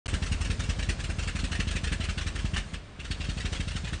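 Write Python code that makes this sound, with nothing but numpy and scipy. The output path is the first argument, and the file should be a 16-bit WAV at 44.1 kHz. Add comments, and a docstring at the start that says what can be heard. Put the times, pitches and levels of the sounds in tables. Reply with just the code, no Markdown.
"""Uneven low-rev chugging of a vintage four-cylinder car moving away down a paved lane.
Each firing thumps the exhaust pipe, lets out a gritty chuff and shakes loose metal;
about every other one is trailed by a weak puff. Among light knocks comes one backfire pop
with a thump and a loud clank; the engine stumbles and picks up, over its whirr and the tyres."""
import sys
import numpy as np
from scipy import signal
from scipy.fft import rfft, irfft, next_fast_len
from scipy.io import wavfile
from scipy.ndimage import uniform_filter1d

SR = 44100
rng = np.random.default_rng(int(sys.argv[2]) if len(sys.argv) > 2 else 0)


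def persist_wave(psi):
    """Save psi, clipped to +-1, as 16-bit WAV."""
    counts = np.round(np.clip(psi, -1, 1) * 32767).astype(np.int16)
    wavfile.write(sys.argv[1], SR, np.atleast_2d(counts).T)


N = 176400

# engine firings: start_s, thump_db, chuff_db
FIRINGS = [(0.05, -11, -3), (.1304, 1, 2.5), (0.2179, 0, -0.5), (.313, 3, 1.5), (0.4042, 0, -0.5),
           (0.4966, 1.5, 1), (.590, -1, 1), (.688, 3, 1.5), (0.7846, -0.5, -1.5), (0.8845, 3, 4.5),
           (0.989, -3, -3), (1.0909, 0.5, -0.5), (1.182, -1, 0.5), (1.2692, -0.5, 2.5), (1.349, -1.5, -1),
           (1.4331, 1, 1), (1.5101, -3, 1.5), (1.5916, 2, 3.5), (1.6692, -1.5, 0), (1.7517, -0.5, 3),
           (1.8321, -2.5, 1.5), (1.9147, 0, 3), (1.9981, -3, -0.5), (2.0853, -.5, 2), (2.1717, -4, 0.5),
           (2.2602, -2, 1.5), (2.3486, -5, -1), (2.444, 2, -3), (2.5322, -2, -1.5), (2.66, -11, -31),
           (2.7297, -5.5, -1), (2.832, -22, -38), (2.925, -31, -36), (2.9888, -12.5, -6.5),
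           (3.1034, -2.5, 1), (3.199, -5, -3), (3.287, -0.5, -1), (3.3671, -4.5, -4.5), (3.4459, -1, 0),
           (3.5185, -5.5, 0), (3.596, -1.5, -1), (3.6715, -4.5, -3), (3.7532, -4, 0.5), (3.8376, -6, -5),
           (3.9238, -3.5, -0.5)]
# weak puffs and one backfire thump (2.572 s): start_s, level_db
PUFFS = [(0.077, -3), (0.258, -6), (.443, -5), (0.63, -7), (0.821, -5), (1.035, -5), (1.220, -5.5),
         (1.385, -4), (1.544, -5.5), (1.705, -2.5), (1.867, -5), (2.031, -4), (2.207, -6), (2.385, -6),
         (2.572, -2.5), (3.041, -8), (3.235, -7.5), (3.397, -5.5), (3.545, -6), (3.704, -8), (3.868, -7)]


def undb(db):
    """Decibels to gain."""
    return 10 ** (np.asarray(db) / 20)


def unit(x):
    """Scale to rms 1."""
    return x / np.std(x)


def gain_curve(points):
    """Gain per sample from (time_s, level_db) points."""
    return undb(np.interp(np.arange(N) / SR, *np.array(points).T))


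def receding(db_per_s=1.5):
    """Fade with distance; unity at mid-scene."""
    return undb(-db_per_s * (np.arange(N) - N / 2) / SR)


def filtered(x, response):
    """Apply a response given as a function of Hz."""
    size = next_fast_len(2 * N)
    freq_hz = np.fft.rfftfreq(size, 1 / SR) + 1e-6
    return irfft(rfft(x, size) * response(freq_hz), size)[:N]


def colour(x, points):
    """Shape by (freq_hz, level_db) points; rms 1."""
    hz, db = np.array(points).T
    return unit(filtered(x, lambda f: undb(np.interp(np.log(f), np.log(hz), db))))


def shelf(x, points, corner_hz):
    """Move the band above the corner along (time_s, level_db) points."""
    upper = filtered(x, lambda f: 1 / (1 + (corner_hz / f) ** 12))
    return x + (gain_curve(points) - 1) * upper


def flicker(x, depth_db):
    """Narrow bands swell and fade at random; rms 1."""
    spectrum = signal.stft(x, nperseg=1024)[2]
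    field = uniform_filter1d(rng.standard_normal(spectrum.shape), size=6, axis=0)
    field = unit(uniform_filter1d(field, size=3, axis=1))
    gain = undb(depth_db * np.clip(field, -2, 2))
    return unit(signal.istft(spectrum * gain)[1][:N])


def impulses(times_s, gains):
    """One impulse per event."""
    return np.bincount(np.clip(times_s * SR, 0, N - 1).astype(int), gains, N)


def bursts(times_s, level_db, attack_s, release_s, hold_s=0):
    """One envelope per event, summed in power."""
    t = np.arange(SR // 2) / SR
    shape = np.minimum(t / attack_s, 1) * np.exp(-np.maximum(t - attack_s - hold_s, 0) / release_s)
    power = signal.fftconvolve(impulses(times_s, undb(level_db) ** 2), shape ** 2)[:N]
    return np.sqrt(np.abs(power))


def lane(x, wet_db=-11.5, t60_s=0.29, delay_s=0.011, lowpass_hz=4900):
    """Add short, dull scatter from the road, the car body and a shed wall."""
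    t = np.arange(SR) / SR
    tail = rng.standard_normal(SR) * undb(-60 * t / t60_s) * (t > delay_s)
    wet = signal.fftconvolve(x, tail / np.linalg.norm(tail))[:N]
    return x + undb(wet_db) * filtered(wet, lambda f: 1 / (1 + 1j * f / lowpass_hz))


def tyres(level_db=-46):
    """Rolling noise, fading as the car leaves."""
    # tyres and open air: freq_hz, density_db
    spectrum = [(20, -7), (60, 2), (150, -5), (300, -10), (600, -14.5), (850, -18), (1300, -19),
                (2600, -22), (4500, -27.5), (6000, -39), (9300, -42)]
    return undb(level_db) * receding() * colour(rng.standard_normal(N), spectrum)


def engine_whirr(level_db=-43.5):
    """Running noise follows engine effort and sags in the stumble."""
    # fan, chain and valve gear: freq_hz, density_db
    spectrum = [(20, -17.5), (45, -0.5), (90, 4), (180, -5.5), (300, -21), (600, -17), (850, -22.5),
                (1300, -19.5), (2600, -24), (4500, -23.5), (9300, -30.5)]
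    # engine effort: time_s, level_db
    effort = [(0, 3.5), (1.2, 2), (2.38, 1.5), (2.52, 1), (2.72, -1), (2.82, -9), (2.96, -11), (3.06, -3),
              (3.25, 3), (4, 2.5)]
    whirr = flicker(colour(rng.standard_normal(N), spectrum), depth_db=2.5)
    return undb(level_db) * gain_curve(effort) * whirr


def body_rumble(gain_db=-41):
    """The body rumbles at each firing, fading with distance."""
    # body under load: freq_hz, density_db
    spectrum = [(25, -17.5), (55, -2), (120, -7), (190, 4), (300, -5), (400, -23), (700, -22),
                (1200, -23.5), (4000, -49)]
    fired_s, thump_db, _ = np.array(FIRINGS).T
    envelope = bursts(fired_s, thump_db + gain_db, attack_s=0.0018, release_s=0.05)
    return envelope * colour(rng.standard_normal(N), spectrum) * receding()


def sheet_metal(times_s, level_db, detune=0.012, scatter_db=2.5):
    """Struck sheet rings; mode mix and tuning vary per blow."""
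    # loose sheet modes: freq_hz, level_db, t60_s
    modes = [(1320, -12.5, 0.05), (1570, -1.5, 0.026), (1720, -2, 0.038), (1833, 0, 0.088),
             (2000, -23, 0.055), (2380, -14, 0.028), (2783, -6, 0.063), (2970, -4.5, 0.086),
             (3520, -7, .04), (4160, -9.5, 0.054)]
    mode_hz, mode_db, t60_s = np.array(modes).T[:, :, None]
    t = np.arange(SR // 5) / SR
    out = np.zeros(N + SR)
    for start_s, blow_db in zip(times_s, level_db):
        tuning, mix = rng.standard_normal((2, len(modes), 1))
        decay = undb(blow_db + mode_db + scatter_db * mix - 60 * t / t60_s)
        ring = decay * np.sin(2 * np.pi * mode_hz * (1 + detune * tuning) * t)
        start = int(max(start_s, 0) * SR)
        out[start:start + len(t)] += ring.sum(0)
    return out[:N]


def rattle(gain_db=-44, lag_s=0.012, jitter_s=0.004):
    """Firings and puffs shake loose metal."""
    fired_s, _, chuff_db = np.array(FIRINGS).T
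    puffed_s, puff_db = np.array(PUFFS).T
    shaken_s = np.r_[fired_s, puffed_s] + lag_s
    shaken_s += jitter_s * rng.standard_normal(len(shaken_s))
    return sheet_metal(shaken_s, np.r_[chuff_db, puff_db] + gain_db)


def knocks_and_backfire(crack_db=-34, ring_db=-31):
    """Knocks and one backfire pop with a loud clank crack and ring the sheet metal."""
    # knocks, backfire pop (2.563 s) and its clank: start_s, level_db
    events = [(.699, -19), (0.896, -14), (1.531, -5.5), (1.552, -7), (1.6019, -16), (2.094, -17),
              (2.5629, -2), (2.568, 1.5), (3.113, -18)]
    # crack noise: freq_hz, density_db
    spectrum = [(300, -5.5), (700, 1), (1700, -5), (3000, -2.5), (5000, -4), (9300, -10)]
    start_s, level_db = np.array(events).T
    envelope = bursts(start_s, level_db + crack_db, attack_s=0.0015, release_s=0.016)
    crack = envelope * colour(rng.standard_normal(N), spectrum)
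    return crack + sheet_metal(start_s, level_db + ring_db)


def gas_hiss(grit_per_s=1700, grit_spread_db=1.5, grit_share=0.43):
    """Turbulent hiss and dense grit, flickering in colour, duller with distance."""
    # escaping gas: freq_hz, density_db
    spectrum = [(150, 4), (300, -0.5), (500, -4.5), (850, -11.5), (1300, -3.5), (1720, 0), (2200, -1),
                (2700, 1), (3200, -0.5), (4000, -4), (4350, -3.5), (4900, -9), (5700, -7.5), (6500, -9),
                (8200, -10), (8900, -11.5)]
    # chuff upper mids and above: time_s, level_db
    bite = [(0, -2.5), (.9, 0.5), (1.6, 0), (2.3, 0), (2.751, -3.5), (3.12, 4.5), (3.25, 4), (4, -0.5)]
    # chuff treble: time_s, level_db
    treble = [(0, 4.5), (.9, 1), (1.3, 0), (2.2, -0.5), (2.7, 0), (3.15, -8), (3.4, -4), (4, -1)]
    grains = rng.random(N) < grit_per_s / SR
    size, noise = rng.standard_normal((2, N))
    grit = grains * np.sign(noise) * undb(grit_spread_db * np.clip(size, -2, 2))
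    turbulence = np.sqrt(grit_share) * unit(grit) + np.sqrt(1 - grit_share) * noise
    hiss = flicker(colour(turbulence, spectrum), depth_db=3.5)
    hiss = shelf(hiss, bite, corner_hz=3220)
    return shelf(hiss, treble, corner_hz=4860)


def silencer_shell(x):
    """The thin shell rings with the gas leaving it."""
    # shell resonances: freq_hz, width_hz, boost_db
    modes = [(1708, 63, 3), (2703, 166, 4)]
    return filtered(x, lambda f: 1 + sum((undb(db) - 1) / (1 + 1j * (f * f - hz * hz) / (f * width_hz))
                                         for hz, width_hz, db in modes))


def chuffs(firing_gain_db=-34.5, puff_gain_db=-31, lag_s=0.001, hold_s=0.0068):
    """Each firing and puff vents a burst of gas through the silencer."""
    fired_s, _, chuff_db = np.array(FIRINGS).T
    puffed_s, puff_db = np.array(PUFFS).T
    strong = bursts(fired_s + lag_s, chuff_db + firing_gain_db,
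                    attack_s=0.0099, release_s=0.017, hold_s=hold_s)
    puffs = bursts(puffed_s, puff_db + puff_gain_db, attack_s=0.0078, release_s=0.02, hold_s=hold_s)
    return silencer_shell(np.hypot(strong, puffs) * gas_hiss())


def exhaust_pipe(times_s, level_db, push_corner_hz, bass_cut_hz=57.9, bass_cut_damping=0.68):
    """Rounded gas pushes ring the pipe; the bass falls away steeply below bass_cut_hz."""
    # pipe and silencer modes: freq_hz, width_hz, level_db
    modes = [(41.2, 10.5, 4), (78.1, 11.5, -5.5), (119.6, 72, -13), (172, 65, -9.5), (278, 15, -10.5),
             (350, 22, -20.5)]

    def response(f):
        s = 1j * f
        pipe = sum(undb(db) * s * width_hz / (s * s + s * width_hz + hz ** 2)
                   for hz, width_hz, db in modes)
        bass_cut = s * s / (s * s + s * bass_cut_hz * bass_cut_damping + bass_cut_hz ** 2)
        return pipe * bass_cut ** 2 / (1 + s / push_corner_hz) ** 3
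    return filtered(impulses(times_s, undb(level_db) * SR / 1000), response)


def thumps(firing_gain_db=-1.5, puff_gain_db=4.5, puff_lag_s=0.001):
    """Firings, softer puffs and the backfire thump the exhaust pipe."""
    # upper resonances as the tailpipe turns towards the listener: time_s, level_db
    upper = [(0, -2.5), (1, -3.5), (1.7, 2.5), (2.5, 1.5), (3.2, 3), (4, 4)]
    fired_s, thump_db, _ = np.array(FIRINGS).T
    puffed_s, puff_db = np.array(PUFFS).T
    strong = exhaust_pipe(fired_s, thump_db + firing_gain_db, push_corner_hz=176)
    puffs = exhaust_pipe(puffed_s + puff_lag_s, puff_db + puff_gain_db, push_corner_hz=73)
    return shelf(strong + puffs, upper, corner_hz=145)


def scene():
    """Mono mix; metal, backfire pop and chuffs scatter in the lane."""
    mix = body_rumble() + lane(rattle() + knocks_and_backfire() + chuffs()) + thumps()
    return (mix + engine_whirr() + tyres())[None]


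def record(dry):
    """The sound cuts in, drops out for an instant and lacks top treble."""
    start_s, gap_start_s, gap_end_s, lowpass_hz = 0.058, 0.070, 0.080, 9350
    t = np.arange(N) / SR
    live = (t > start_s) & ~((t > gap_start_s) & (t < gap_end_s))
    lowpass = signal.ellip(10, 0.2, 80, lowpass_hz, fs=SR, output="sos")
    return signal.sosfilt(lowpass, dry * live)


dry = scene()
out = record(dry)
persist_wave(out)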